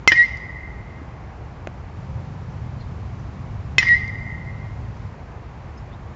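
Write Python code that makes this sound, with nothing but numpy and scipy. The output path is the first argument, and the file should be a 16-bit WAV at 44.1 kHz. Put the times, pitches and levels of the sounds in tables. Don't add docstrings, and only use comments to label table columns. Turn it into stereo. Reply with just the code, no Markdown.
import sys
import numpy as np
from scipy import signal
from scipy.fft import irfft
from scipy.io import wavfile

SR = 44100
rng = np.random.default_rng(int(sys.argv[2]) if len(sys.argv) > 2 else 0)


def digitize_waveform(pressure):
    field = np.atleast_2d(pressure).T
    bounded = np.clip(field, -1, 1)
    quanta = np.round(bounded * 32767).astype(np.int16)
    wavfile.write(sys.argv[1], SR, quanta)


N = 271215
TIME = np.arange(N) / SR

# [t/s, crack level/dB, time until the barrel has turned away/s, time until it faces forward/s,
#   ping f/Hz, beam level/dB, lasting ring level/dB, ring tilt/(dB per octave), wall delay/s, wall level/dB]
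HITS = [(0.0755, 6.5, 0.026, 0.13, 2076, -1.7, -4.5, 0, .0425, 1),
        (3.7822, 8, 0.026, 0.14, 2058, -3, -2.5, 0, .0452, -11)]
# [f/Hz, first-hit level/dB, second-hit level/dB, t60/s]
PING = [(453, -12, -16, 0.016), (1026, -4.5, -23, 0.0084), (1300, -6, -43, 0.014), (2076, -2.5, -8, 0.6),
        (2570, -13, -6.5, 0.082), (3140, -0.5, -0.5, 0.014), (3630, -37, -6, 0.022),
        (4130, -20.5, -21, 0.11), (4460, -20.5, -13.5, 0.03), (5454, -17, -17.5, 0.088),
        (5915, -18.5, -24.5, 0.1), (6250, -29, -35, 0.046), (7050, -26, -25.5, 0.11)]
# [f/Hz, level/dB, glide/(Hz/s), offset/swing time, half-width/swing time]
BEAMS = [(1915, -4.5, 61.5, 0.037, 0.18), (2093, -14, -330, 0.28, 0.16), (4170, -41.5, -600, 0.18, 0.26),
         (5000, -49, 3.5, 0, .22), (5430, -45, 1.5, .27, .09)]
# [centre/swing time, half-width/swing time, level/dB]
SIDE_BEAM = (0.44, 0.6, -15.5)
# [f/Hz, level/dB, t60/s]
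BARREL_MODES = [(1886, -27, 1.87), (1995, -24.5, 1.8), (2097, -24.5, 1.82), (2380, -35.5, 1),
                (3800, -41.5, 0.84), (4200, -41.5, 0.74), (4910, -36, 0.96), (5470, -41, 0.58),
                (5950, -41.5, 0.32)]
# [f/Hz, level/dB]
SMEAR_COLOUR = [(1790, -51.5), (1855, -16.5), (1897, 4.5), (1950, -10.5), (2020, 0), (2080, 7.5),
                (2130, -20), (2190, -44.5)]
# [t after the hit/s, half-width/s, level/dB]
RING_SWELLS = [(.24, .06, 9.5), (0.562, .07, 9.5), (.72, .06, 8), (.855, 0.025, 12)]
# [f/Hz, level/dB]
CRACK_COLOUR = [(150, -7), (300, -14), (700, -30), (1400, -10.5), (2300, 14), (3200, -2), (4500, -2.5),
                (6000, -19), (7500, -18.5)]
# [f/Hz, level/dB]
WALL_COLOUR = [(150, -23), (300, 4.5), (800, -4.5), (1400, -2), (1780, 12), (2300, -5.5), (3200, 2),
               (4200, -8.5), (5500, -15.5), (7500, -27.5)]
# [f/Hz, level/dB, t60/s]
BACK_RING = [(946, -10, 0.017), (1797, 3.5, 0.018), (1870, -7.5, 0.14), (2410, -18, 0.093),
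             (2996, -6, 0.025), (5000, -23, .06), (5540, -24.5, 0.055)]
# [f/Hz, level/dB]
SCATTER_COLOUR = [(150, -10), (400, -17.5), (1200, 2), (2200, 1), (3000, 4), (4300, -7.5), (5800, -4),
                  (7500, -21)]
# [delay/s, half-width/s, level/dB, low f/Hz, high f/Hz]
ECHOES = [(0.103, 0.0045, -30.5, 2810, 5930), (0.297, .003, -29, 4960, 7400)]
# [t/s, level/dB]
CATCHES = [(1.6726, -18)]
# [f/Hz, level/dB, t60/s]
GLOVE_MODES = [(378, -15, 0.045), (627, 1.5, 0.013), (1490, 2, 0.0031), (2060, -12.5, 0.0082),
               (2470, -17, 0.021), (6120, -16, 0.0023)]
# [t/s, level/dB, f/Hz, t60/s]
STEPS = [(1.016, -27.5, 288, 0.038)]
# [t/s, half-width/s, f/Hz, glide/(Hz/s), level/dB]
CHIRPS = [(2.507, 0.0055, 5700, -1, -55), (2.81, 0.012, 4200, 4, -45), (3.2, 0.0095, 5900, 0, -59),
          (4.975, 0.012, 6100, -20000, -60), (5.783, 0.0092, 5200, 14996, -52),
          (5.781, 0.0065, 6400, -4, -59), (5.935, .018, 3600, 14999, -56)]
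# [f/Hz, level/dB]
RAISED_COLOUR = [(55, -7), (80, 0), (120, 2), (165, -7.5), (220, -15), (300, -23)]
# [f/Hz, level/dB]
RUMBLE_COLOUR = [(12, -61), (20, -29), (32, -10.5), (54, 0), (108, -0.5), (130, -3), (242, -16.5),
                 (300, -29.5), (390, -52), (660, -120)]
# [t/s, half-width/s, level/dB]
GUST = (3.87, 0.67, 4.1)
# [f/Hz, level/dB]
TRAFFIC_COLOUR = [(130, -23.5), (220, -5), (403, -5.5), (527, -7.5), (570, -7.5), (798, -6), (1130, -9),
                  (1340, -13.5), (2240, -18.5), (3200, -31.5), (4160, -59.5), (7040, -120)]
# [f/Hz, level/dB]
LEAVES_COLOUR = [(1500, -21.5), (2600, 2), (4000, -0.5), (6000, -4.5), (7500, -9)]

SMEAR_DB, SMEAR_T60_S, SMEAR_BUILD_S = -32, 1.72, 0.04
RAISED_ON_S, RAISED_OFF_S, RAISED_EDGE_S = 1.95, 5.1, 0.02
RAISED_DB, RAISED_SAG_DB_PER_S, RAISED_HISS_DB = -32, 0.5, -64
RUMBLE_DB, TRAFFIC_DB, LEAVES_DB = -36.5, -44, -62.5
RUMBLE_FALL_DB_PER_S = 0.06
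CUTOFF_HZ = 7500


def from_db(db):
    return 10 ** (np.asarray(db) / 20)


def rms_one(x):
    return x / np.sqrt(np.mean(x ** 2) + 1e-20)


def noise(spectrum, size=N):
    hz, db = np.transpose(spectrum)
    octave = np.log2(np.maximum(np.fft.rfftfreq(size, 1 / SR), 1))
    outside = np.abs(octave - np.clip(octave, np.log2(hz[0]), np.log2(hz[-1])))
    gain = from_db(np.interp(octave, np.log2(hz), db) - 22 * outside)
    phase = 2 * np.pi * rng.random(len(gain))
    return rms_one(irfft(gain * np.exp(1j * phase), size))


def drift(rate):
    step = 100
    pole = np.exp(-2 * np.pi * rate * step / SR)
    white = rng.standard_normal(N // step + 1002)
    slow = signal.lfilter([1], [1, -2 * pole, pole * pole], white)[1000:]
    return np.interp(np.arange(N) / step, np.arange(len(slow)), rms_one(slow))


def decay(start, t60):
    return (TIME >= start) * from_db(-60 * np.clip((TIME - start) / t60, 0, 4))


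def mode(start, hz, t60):
    return decay(start, t60) * np.sin(2 * np.pi * hz * (TIME - start))


def swell(centre, width):
    return np.exp(-np.minimum(((TIME - centre) / width) ** 2, 20))


def band(x, low_hz, high_hz):
    return signal.sosfilt(signal.butter(2, [low_hz, high_hz], "band", fs=SR, output="sos"), x)


def contact(crack_db=-4, crack_t60=0.0079):
    crack = noise(CRACK_COLOUR)
    out = np.zeros(N)
    for k, (s, db, turn_s, _, pitch_hz, *_) in enumerate(HITS):
        ratio = pitch_hz / HITS[0][4]
        ping = np.zeros(N)
        for hz, *levels_db, t60 in PING:
            ping += from_db(levels_db[k]) * mode(s, hz * ratio, t60)
        out += from_db(crack_db + db) * crack * decay(s, crack_t60)
        out -= ping * swell(s, turn_s)
    return out


def sweeping_beams(octave_db=-26):
    side_at, side_width, side_db = SIDE_BEAM
    out = np.zeros(N)
    for s, _, _, swing_s, pitch_hz, beam_db, *_ in HITS:
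        facing = s + swing_s
        since_facing = TIME - facing
        for k, (hz, db, glide, offset, width) in enumerate(BEAMS):
            early = swell(facing - offset * swing_s, width * swing_s)
            late = swell(facing + offset * swing_s, width * swing_s)
            beam = np.maximum(early, late)
            if k == 0:
                beam = beam + from_db(side_db) * swell(s + side_at * swing_s, side_width * swing_s)
            else:
                hz = hz * pitch_hz / HITS[0][4]
            level = from_db(db + beam_db) * beam * (TIME >= s)
            phase = 2 * np.pi * (hz + glide * since_facing / 2) * since_facing
            out += level * np.sin(phase)
            out += from_db(octave_db) * level ** 2 * np.sin(2 * phase)
    return out


def barrel_ring(slowing_s=0.822, build_s=0.008, count=4):
    doppler, flutter_db = 0.014, 3.2
    out = np.zeros(N)
    for s, *_, ring_db, tilt_db, _, _ in HITS:
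        live = (TIME >= s) & (TIME < s + 2)
        age = TIME[live] - s
        for path in range(count):
            shift = doppler * np.exp(-age / slowing_s) * drift(3.85)[live]
            clock = age + np.cumsum(shift) / SR
            strength = from_db(ring_db + flutter_db * drift(13)[live]) * (1 - np.exp(-age / build_s))
            for hz, db, t60 in BARREL_MODES:
                tilted_db = db + tilt_db * np.log2(hz / BARREL_MODES[0][0])
                level = strength * from_db(tilted_db) * np.exp(-np.log(1000) * age / t60)
                out[live] += level * np.sin(2 * np.pi * (hz * clock + rng.random()))
    return out / np.sqrt(count)


def lingering_ring():
    out = np.zeros(N)
    for s, _, _, swing_s, _, _, ring_db, *_ in HITS:
        facing = s + swing_s
        build = 1 - np.exp(-np.maximum(TIME - facing, 0) / SMEAR_BUILD_S)
        swell_db = sum(db * swell(s + age, width) for age, width, db in RING_SWELLS)
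        out += from_db(SMEAR_DB + ring_db + swell_db) * build * decay(facing, SMEAR_T60_S)
    return out * noise(SMEAR_COLOUR)


def wall_echo(slap_db=-11, smear_t60=0.045):
    soften_s = 0.0018
    slap = noise(WALL_COLOUR)
    out = np.zeros(N)
    for s, *_, delay, echo_db in HITS:
        arrival = s + delay
        onset = 1 - np.exp(-np.maximum(TIME - arrival, 0) / soften_s)
        ring = sum(from_db(db) * mode(arrival, hz, t60) for hz, db, t60 in BACK_RING)
        smeared_slap = from_db(slap_db) * slap * decay(arrival, smear_t60)
        out += from_db(echo_db) * onset * (ring + smeared_slap)
    return out


def field(scatter_db=-31, scatter_t60=0.76):
    uneven_db, build_t60 = 2.2, 0.06
    tail = sum(decay(s, scatter_t60) - decay(s, build_t60) for s, *_ in HITS)
    out = from_db(scatter_db + uneven_db * drift(130)) * noise(SCATTER_COLOUR) * tail
    crack = noise(CRACK_COLOUR)
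    for delay, width, db, low_hz, high_hz in ECHOES:
        arrivals = sum(swell(s + delay, width) for s, *_ in HITS)
        out += from_db(db) * band(crack, low_hz, high_hz) * arrivals
    return out


def glove():
    out = np.zeros(N)
    for s, db in CATCHES:
        for hz, mode_db, t60 in GLOVE_MODES:
            out -= from_db(db + mode_db) * mode(s, hz, t60)
    return out


def steps():
    return sum(from_db(db) * mode(s, hz, t60) for s, db, hz, t60 in STEPS)


def birds(scatter_db=-11, scatter_t60=0.18, scatter_share=0.13):
    out = np.zeros(N)
    rasp = 0.7 + 0.7 * drift(900)
    white = rng.standard_normal(N)
    for s, width, hz, glide, db in CHIRPS:
        pitch = hz + glide * np.clip(TIME - s, -2 * width, 2 * width)
        out += from_db(db) * swell(s, width) * rasp * np.sin(2 * np.pi * np.cumsum(pitch) / SR)
        haze = rms_one(band(white, hz * (1 - scatter_share), hz * (1 + scatter_share)))
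        out += from_db(db + scatter_db) * haze * decay(s - width / 2, scatter_t60)
    return out


def far_tone():
    centre_s, width_s, hz, db = 2.13, 0.17, 529, -49
    pitch = hz + 3 * drift(5.0)
    return from_db(db) * swell(centre_s, width_s) * np.sin(2 * np.pi * np.cumsum(pitch) / SR)


def raised_noise():
    gate = np.clip(np.minimum(TIME - RAISED_ON_S, RAISED_OFF_S - TIME) / RAISED_EDGE_S, 0, 1)
    level = gate * from_db(-RAISED_SAG_DB_PER_S * (TIME - RAISED_ON_S))
    hiss = from_db(RAISED_HISS_DB) * noise(LEAVES_COLOUR)
    return level * (from_db(RAISED_DB) * noise(RAISED_COLOUR) + hiss)


def background(hum_hz=70.3, hum_db=-43):
    gust_s, gust_width_s, gust_db = GUST
    easing_db = -RUMBLE_FALL_DB_PER_S * (TIME - TIME.mean())
    rumble_db = RUMBLE_DB + easing_db + gust_db * swell(gust_s, gust_width_s)
    rumble = from_db(rumble_db) * noise(RUMBLE_COLOUR)
    hum = from_db(hum_db) * np.sin(2 * np.pi * np.cumsum(hum_hz + drift(2.1)) / SR)
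    traffic = from_db(TRAFFIC_DB) * noise(TRAFFIC_COLOUR)
    leaves = from_db(LEAVES_DB) * noise(LEAVES_COLOUR)
    return rumble + hum + traffic + leaves


def lean(x, right_db):
    return x * from_db([[-right_db / 2], [right_db / 2]])


def scene():
    blows = contact() + sweeping_beams() + wall_echo() + field()
    others = barrel_ring() + lingering_ring() + glove() + steps()
    others = others + birds() + far_tone() + raised_noise() + background()
    return blows + lean(others, right_db=1.45)


def record(dry, ceiling=0.91):
    clipped = dry / (1 + (dry / ceiling) ** 6) ** (1 / 6)
    low_pass = signal.ellip(10, 0.3, 70, CUTOFF_HZ, fs=SR, output="sos")
    return signal.sosfilt(low_pass, clipped)


dry = scene()
out = record(dry)
digitize_waveform(out)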